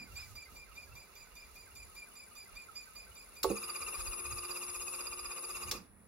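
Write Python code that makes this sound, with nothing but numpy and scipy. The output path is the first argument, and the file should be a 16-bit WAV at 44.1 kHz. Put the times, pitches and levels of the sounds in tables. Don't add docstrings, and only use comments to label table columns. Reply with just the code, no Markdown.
import sys
import numpy as np
from scipy import signal
from scipy.fft import rfft, irfft, next_fast_len
from scipy.io import wavfile
from scipy.ndimage import uniform_filter1d

SR = 44100
rng = np.random.default_rng(int(sys.argv[2]) if len(sys.argv) > 2 else 0)


def how_loud(loudness_db):
    steps = np.asarray(loudness_db, float) / 20
    return 10 ** steps


def transcribe(u):
    v = np.clip(np.atleast_2d(u).T, -1, 1)
    q = np.round(v * 32767).astype(np.int16)
    wavfile.write(sys.argv[1], SR, q)


N = 267731
T = np.arange(N) / SR
START_S, STOP_S = 3.431, 5.712
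STEP = 16
C = np.arange(N // STEP + 2) * STEP / SR
SIZE = next_fast_len(N)
HZ = np.maximum(np.arange(SIZE // 2 + 1) * SR / SIZE, 1)


def fine(x):
    ramp = np.arange(STEP) / STEP
    joined = x[..., :-1, None] + np.diff(x)[..., None] * ramp
    return joined.reshape(*x.shape[:-1], -1)


def walk(rate):
    k = int(SR / STEP / rate)
    held = np.repeat(rng.standard_normal(len(C) // k + 1), k)
    return 1.3 * uniform_filter1d(uniform_filter1d(held, k), k)[:len(C)]


def curve(table, before=-120, after=-120, edge_s=0.019):
    s, db = np.transpose(table)
    return np.interp(C, [s[0] - edge_s, *s, s[-1] + edge_s], [before, *db, after])


def over_hz(table):
    hz, value = np.transpose(table)
    return np.interp(np.log(HZ), np.log(hz), value)


def swells(rows, floor_db):
    power = sum(how_loud(db) ** 2 * np.exp(-((C - s) / half) ** 2) for s, db, half in rows)
    return fine(np.sqrt(how_loud(floor_db) ** 2 + power))[:N]


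def noise(colour, flicker_db, lo_hz=0, hi_hz=SR, peaks=()):
    # f/Hz, likeness/0-1
    likeness = [(30, 0.7), (130, 0.62), (300, 0.92), (700, 0.51), (1400, 0.61), (3100, 0.22), (7000, 0.25),
                (15000, 0.04)]
    # f/Hz, level/dB
    louder_left = [(60, -2.5), (110, -4), (200, -4.5), (380, -10), (700, -10), (1290, -6.5), (2380, -2.5),
                   (4400, -10.5), (8120, -3.5), (15000, 2)]
    # f/Hz, phase/rad
    rub_lead = [(300, 0.34), (2400, -1.2), (4800, -1), (7200, -3), (10000, 0), (13000, -1.5)]
    same, a, b = rfft(rng.standard_normal((3, SIZE)))
    alike = np.clip(over_hz(likeness), 0, 1)
    shared, apart = np.sqrt(alike) * same, np.sqrt(1 - alike)
    left, lead = how_loud(over_hz(louder_left) / 2), np.exp(.5j * over_hz(rub_lead))
    ports = np.array([(shared * lead + apart * a) * left, (shared / lead + apart * b) / left])
    peak_db = sum(db / (1 + (2 * (HZ - hz) / w) ** 2) for hz, w, db in peaks)
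    ports = ports * how_loud(over_hz(colour) + peak_db)
    inside = (HZ > lo_hz) & (HZ < hi_hz)
    ports = ports / np.sqrt(2 * np.sum(abs(ports.mean(0)[inside]) ** 2)) * SIZE
    band_place = np.log2(HZ / 30) / 2
    out = 0
    for k in range(6):
        band = np.cos(np.pi / 2 * np.clip(band_place - k, -1, 1)) ** 2
        out = out + irfft(ports * band, SIZE)[:, :N] * fine(how_loud(flicker_db * walk(12)))[:N]
    return out


def add(out, size, phase, left_db, lead):
    on = np.flatnonzero(size)
    span, left = slice(on[0], on[-1] + 1), how_loud(left_db / 2)
    level = fine(np.array([size * left, size / left])[:, span])
    angle = fine(np.array([phase + lead / 2, phase - lead / 2])[:, span])
    out[:, on[0] * STEP:on[-1] * STEP] += level * np.cos(angle)


def squeak(rows, angle, gain, seal_left, wander_hz, flutter_db, flutter_rate, turn_db):
    # f/Hz, phase/rad
    left_lead = [(300, -0.5), (1200, 0.43), (2400, -0.94), (4800, -2), (7200, -2.5), (12000, -3)]
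    out = np.zeros((2, len(C) * STEP))
    for hz, glide, start, length, db in rows:
        u = np.clip((angle - start) % 1 / length, 0, 1)
        turn = rng.standard_normal(128)[np.floor(angle - start).astype(int) % 128]
        grip = np.sin(np.pi * u ** 0.73) * how_loud(db + turn_db * turn + flutter_db * walk(flutter_rate))
        wander = wander_hz * (1 + 25 * abs(glide)) * np.sqrt(hz / 2400) * walk(flutter_rate)
        pitch = hz * (1 + glide * (u - .5)) + wander
        phase = 2 * np.pi * np.cumsum(pitch) * STEP / SR
        lead = np.interp(hz, *np.transpose(left_lead)) + 0.71 * walk(4.01)
        add(out, gain * grip, phase, np.interp(hz, *np.transpose(seal_left)), lead)
    return out[:, :N]


def lines(table, gain, sway_db, left_db, lead):
    out = np.zeros((2, len(C) * STEP))
    for hz, db in table:
        level = gain * np.sqrt(2) * how_loud(db + sway_db * walk(4.99))
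        phase = 2 * np.pi * (hz * C + rng.random()) + 0.46 * walk(14)
        add(out, level, phase, left_db + 2 * walk(2.83), lead + 0.28 * walk(1.76))
    return out[:, :N]


def sidebands(rows, drive_hz):
    carrier_hz = 10000.2
    return [(carrier_hz + round(k) * drive_hz, db) for k, db in rows]


def room_tone():
    # f/Hz, level/dB per Hz
    room_colour = [(53, -51), (90, -28), (201, -9), (278, -35), (393, -8.5), (753, -17), (1110, -18),
                   (1210, -14), (3200, -33.5), (7330, -51.5), (9720, -40), (12000, -30.5), (16000, -30)]
    return how_loud(-72) * noise(room_colour, flicker_db=0.5)


def hand():
    # t/s, level/dB, half length/s
    jolts = [(.18, -51, 0.064), (.33, -57.5, 0.04), (.54, -55.5, 0.046), (.76, -63, 0.028),
             (.96, -62, 0.051), (1.57, -71, 0.03), (2.26, -64, 0.063), (2.56, -65, 0.089), (3.0, -63, .08),
             (3.51, -54, 0.036), (3.85, -59.5, 0.035), (4.0, -48, 0.022), (4.08, -51.5, 0.034),
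             (4.33, -54.5, 0.076), (4.75, -62, 0.078), (5.05, -63, 0.067), (5.74, -55, 0.071)]
    # t/s, level/dB, half length/s
    creaks = [
        (.02, -58.5, .05),
        (.54, -67, 0.046),
        (3.52, -62, 0.032),
        (5.76, -57, 0.07),
        (6.0, -68, 0.087),
    ]
    # f/Hz, level/dB per Hz
    rumble_colour = [(15, -36), (35, -1.5), (58, -2.5), (100, -9.5), (200, -35), (400, -33.5), (3000, -38)]
    creak_colour = [(60, -25), (110, -5.5), (150, -9.5), (205, -0.5), (260, -8.5), (450, -20.5),
                    (2300, -24), (4000, -44)]
    between_creaks_db = np.where(C < START_S, -79, -71)
    rumble = swells(jolts, floor_db=-69.5) * noise(rumble_colour, flicker_db=5.5)
    return rumble + swells(creaks, between_creaks_db) * noise(creak_colour, flicker_db=1.0)


def slow_motor():
    # f/Hz, glide/share, start/turns, length/turns, level/dB
    squeaks = [(2401, 0.003, -0.033, 0.28, -1.5), (2456, -0.024, 0.1728, 0.1314, -3.5),
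               (2367, 0.0035, 0.27, 0.193, -4), (4794, .01, -0.0423, .25, -4),
               (4897, -0.041, 0.1676, 0.144, -4.5), (4790, 0.0067, 0.28, 0.23, -11),
               (7190, -0.023, 0.014, 0.22, -6.5), (7070, -0.053, 0.2585, 0.21, -11),
               (3607, -0.028, -0.046, .15, -17.5), (1186, 0, -0.045, 0.15, -18.5),
               (5860, -.04, -0.051, 0.14, -14.5), (9850, -0.037, 0.57, 0.285, -21),
               (2060, -.06, .47, 0.11, -12.5), (1528, -0.06, .52, 0.15, -13.5),
               (1304, -.05, 0.609, .16, -14), (1270, .07, .73, .15, -13.5),
               (2777, -0.053, 0.744, .17, -15.5), (2105, -0.0053, 0.97, 0.21, -22),
               (12000, -.02, .02, .3, -13), (14450, -.01, 0.022, .2, -19)]
    # t/s, level/dB
    drift = [
        (0, -56.5),
        (.5, -62),
        (1.2, -64),
        (2.6, -60),
        (3.0, -58.5),
        (3.43, -65),
    ]
    # f/Hz, left minus right/dB
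    seal_left = [(1200, -11), (1500, -5), (2400, 1), (2760, -4.5), (3600, -17), (4800, -5.5), (7100, -9),
                 (9670, 1)]
    # f/Hz, level/dB per Hz
    rub_colour = [(88, -30), (150, -12), (730, -16), (1190, -10), (1720, -18), (2400, -9), (3100, -21),
                  (4760, -18), (5680, -19.5), (7320, -17), (8070, -36), (9820, -12.5), (10600, -24),
                  (12200, -18), (16000, -22.5)]
    # multiple of drive frequency, level/dB
    whistle_rows = [(-7, -85), (-5, -79.5), (-1, -72), (1, -73), (5, -75.5)]
    spot_s, turns_per_s = 0.162, 5.0
    angle, on = (C - spot_s) * turns_per_s, C < START_S
    arrive = 1.73 * np.exp(-((angle + .05) % 1) / 0.16)
    leave = 0.28 * np.exp(-((angle - .47) % 1) / 0.046)
    scrape_peaks = [(12150, 670, 15.3), (6330, 1300, 5.9), (14400, 800, 6)]  # f/Hz, width/Hz, level/dB
    hiss = noise(rub_colour, flicker_db=1.2)
    hiss = hiss + fine(arrive + leave)[:N] * noise(rub_colour, flicker_db=3.0, peaks=scrape_peaks)
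    squeak_gain = on * how_loud(np.interp(C, *np.transpose(drift)) + 11)
    tones = squeak(squeaks, angle, squeak_gain, seal_left,
                   wander_hz=24, flutter_db=3.5, flutter_rate=80, turn_db=1.93)
    whistle_db = np.interp(C, [1.2, 1.73], [-71, -64.5])
    whistle = lines(sidebands(whistle_rows, drive_hz=10.4), on * how_loud(whistle_db + 70),
                    sway_db=-0.2, left_db=6.5, lead=-1.94)
    return tones + whistle + (T < START_S) * how_loud(-64) * hiss


def snaps():
    # t/s, level/dB, time to fall 60 dB/s
    contacts = [
        (3.4307, -32, 0.07),
        (3.4321, -27.5, 0.0646),
        (3.436, -36, 0.01),
        (5.7121, -30, 0.0325),
        (5.7143, -29, 0.0739),
        (5.7165, -48, 0.25),
    ]
    # f/Hz, width/Hz, level/dB
    on_cap = [(2512, 600, -6), (4600, 550, 4), (7400, 437, 3.5), (10500, 190, -6), (10800, 280, -1.5),
              (11850, 340, -5), (13700, 200, -3), (15130, 200, 3)]
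    off_cap = [(4710, 1100, -3.5), (5600, 110, 3), (7600, 200, -18), (9030, 140, -2), (10200, 90, -25.5),
               (12700, 150, -20), (14700, 99, -15), (15700, 78, -12)]
    out = 0
    for (s, db, t60), peaks in zip(contacts, 3 * [on_cap] + 3 * [off_cap]):
        colour = how_loud(-12) * (HZ > 1200) * np.minimum(HZ / 3500, 1)
        colour = colour + sum(how_loud(g) / np.sqrt(1 + ((HZ - hz) / (1.6 * w)) ** 4) for hz, w, g in peaks)
        same, own = rng.standard_normal(SIZE), rng.standard_normal((2, SIZE))
        rattle = irfft(rfft(same + 1.6 * own) * colour, SIZE)[:, :N]
        fade = (T > s) * 1000. ** (-np.maximum(T - s, 0) / t60)
        out = out + how_loud(db) * rattle / rattle.std() * fade
    return out


def knocks():
    # t/s, level/dB, push/ms
    blows = [
        (3.4426, -28.5, 2.8),
        (3.5022, -32, 2.2),
        (5.72, -49, 0.66),
        (5.7440, -53, 1.5),
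    ]
    # f/Hz, level/dB, time to fall 60 dB/s
    blow_modes = [(384.4, -3, 0.147), (465.3, -3, 0.163), (531.6, -4, 0.125), (695.4, -6, 0.0538),
                  (877, -1.5, 0.066), (1134, 3, 0.0436), (1210, -1.5, 0.0394), (1425, -7, 0.026)]
    rebound_modes = [(205, -6.5, .2), (334, 2.5, .12), (395, -3, .1), (463, -4.5, .2), (530, -7, .14),
                     (786, -15, .1), (1300, -14, .04)]
    # f/Hz, level/dB per Hz
    thud_colour = [(170, -45), (300, 0), (450, -1), (900, -12), (2000, -30)]
    out, t = np.zeros(N + SR), T[:SR // 4]
    thud = noise(thud_colour, flicker_db=2.0)[0]
    for (s, db, push_ms), modes, way in zip(blows, 2 * (blow_modes, rebound_modes), 2 * (1, -1)):
        at = int(s * SR)
        ring = sum(how_loud(g) * np.sin(2 * np.pi * hz * t) * 1000. ** (-t / t60) for hz, g, t60 in modes)
        ring = ring + how_loud(-7) * thud[at:at + len(t)] * 1000. ** (-t / 0.11)
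        push = 1 - np.exp(-t / (push_ms / 1000))
        out[at:at + len(t)] += way * how_loud(db + 4.5) * ring * push
    return out[:N] * how_loud(np.array([[-3.2], [3.2]]))


def fast_motor():
    # f/Hz, glide/share, start/turns, length/turns, level/dB
    squeals = [(2696, -.07, -0.24, .37, -3.5), (2458, -0.029, -0.045, .4, 1),
               (1193, .04, -0.045, .42, -2.5), (1189, -.03, 0.36, 0.43, -15),
               (1217, -.1, -0.27, 0.22, -12.5), (3940, -0.07, -0.19, 0.46, -17),
               (5370, -.04, -0.33, 0.13, -11), (12800, -0.01, 0.11, 0.17, -12)]
    overtone = [(4854, -.03, 0.076, 0.3405, 1.8)]
    high_whistle = [(6595, 0.0014, -0.16, 0.505, 3.2)]
    # t/s, towards overtone/dB
    tipping = [(3.5, -2), (3.7, 7), (3.9, 1.5), (4.3, -0.5), (4.5, 7.5), (4.75, 0), (5.3, 4.5), (5.55, .2)]
    # f/Hz, left minus right/dB
    seal_left = [(1200, 3), (2600, 1.2), (3930, -1), (4850, -12), (5530, 12), (6600, 3), (12360, 10)]
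    # f/Hz, level/dB per Hz
    rub_colour = [(71, -37), (120, -25.5), (295, -17), (355, -12.5), (684, -18.5), (1190, -2.5),
                  (1720, -19.5), (2750, -7), (3110, -34), (3590, -15), (4500, -25), (4980, -15.5),
                  (8310, -20.5), (10200, -10), (16000, -28)]
    # f/Hz, width/Hz, level over the hiss/dB
    housing = [(358, 24, 6.5), (467.7, 48, 8), (530, 42, 6), (1175, 100, 4), (2650, 210, 2),
               (7160, 154, 13.5), (10200, 840, 1), (12230, 390, 8.5)]
    # f/Hz, level/dB
    hum_rows = [(355.3, -63), (463.0, -75), (527.6, -73)]
    # t/s, level/dB
    whine_level = [(3.45, -53.5), (3.56, -49.5), (3.8, -48.5), (4.2, -47), (4.45, -49.5), (4.93, -47),
                   (5.17, -51.5), (5.45, -48), (5.7, -53)]
    # multiple of drive frequency, level/dB
    near_rows = [(-5, -56.5), (-3, -75), (-1, -57), (1, -51.5), (3, -76), (5, -56.5)]
    far_trend = [(-21, -85), (-14, -73), (-5, -72), (3, -77), (18, -64.5), (27, -62.5), (32, -70.5)]
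    spot_s, turns_per_s = 3.8161, 16.06
    speed = turns_per_s * np.clip(1 - (C - STOP_S) / 0.154, 0, 1)
    angle = np.cumsum(speed) * STEP / SR - spot_s * turns_per_s
    running = (C > START_S + .03) * how_loud(-1350 * np.maximum(C - STOP_S, 0) ** 2)
    age = np.maximum(C - START_S, 0)
    bite_db = -1.5 * np.exp(-age / 0.11)
    tip_db = np.interp(C, *np.transpose(tipping))
    squeal_db = -52 - 2 * age + bite_db
    upper_db = -59 - 0.9 * age + 2.6 * bite_db
    tones = 0
    for db, rows in ((squeal_db, squeals), (upper_db + tip_db, overtone), (upper_db - tip_db, high_whistle)):
        tones = tones + squeak(rows, angle, running * how_loud(db + 8), seal_left,
                               wander_hz=22.04, flutter_db=3.0, flutter_rate=150, turn_db=1.0)
    throb = fine(running * how_loud(3.8 * np.cos(2 * np.pi * (angle - .1))))[:N]
    hiss = noise(rub_colour, flicker_db=1.63, lo_hz=397.0, hi_hz=996.0, peaks=housing)
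    rubbing = how_loud(-61 - 1.0) * throb * hiss
    hum = lines(hum_rows, running, sway_db=2.0, left_db=-5.0, lead=-.1)
    far_rows = []
    for k in range(-23, 36):
        if abs(k) > 6 and k % 6 in (1, 5):
            lift_db = 2.5 if k % 6 == 5 else -2.5
            far_rows.append((k, np.interp(k, *np.transpose(far_trend)) + lift_db))
    powered = abs(C - (START_S + STOP_S) / 2) < (STOP_S - START_S) / 2
    whine = lines(sidebands(near_rows + far_rows, drive_hz=32.39), powered * how_loud(curve(whine_level) + 50.5),
                  sway_db=0.05, left_db=6, lead=-1.52)
    return tones + rubbing + hum + whine


def idle_whistle():
    # f/Hz, level/dB
    idle_rows = [(9900, -84), (9997, -74), (10099, -70)]
    return lines(idle_rows, C > STOP_S + .1, sway_db=0.0, left_db=2, lead=-2.05)


def workshop(x, wet_db=-14, t60=0.24):
    t = T[:SR // 2]
    tail = uniform_filter1d(rng.standard_normal((2, len(t))), size=3) * 1000. 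** (-t / t60) * (t > .004)
    tail = tail / np.sqrt(np.sum(tail[0] ** 2))
    return x + how_loud(wet_db) * signal.fftconvolve(x, tail, axes=1)[:, :N]


def scene():
    machine = slow_motor() + snaps() + knocks() + fast_motor()
    return workshop(machine) + room_tone() + hand() + idle_whistle()


def top_cut(x):
    return signal.sosfilt(signal.butter(12, 16980, fs=SR, output="sos"), x)


def record(dry):
    notches = ((3115, 107, 0.8), (5720, 90, 0.62), (8510, 680, 0.56), (10850, 170, 0.42))  # f/Hz, width/Hz, depth
    dips = np.prod([1 - depth / (1 + ((HZ - hz) / width) ** 4) for hz, width, depth in notches], axis=0)
    top_hz = 15830
    mix = irfft(rfft(dry, SIZE) * dips * (HZ < top_hz), SIZE)[:, :N]
    return top_cut(mix)


dry = scene()
out = record(dry)
transcribe(out)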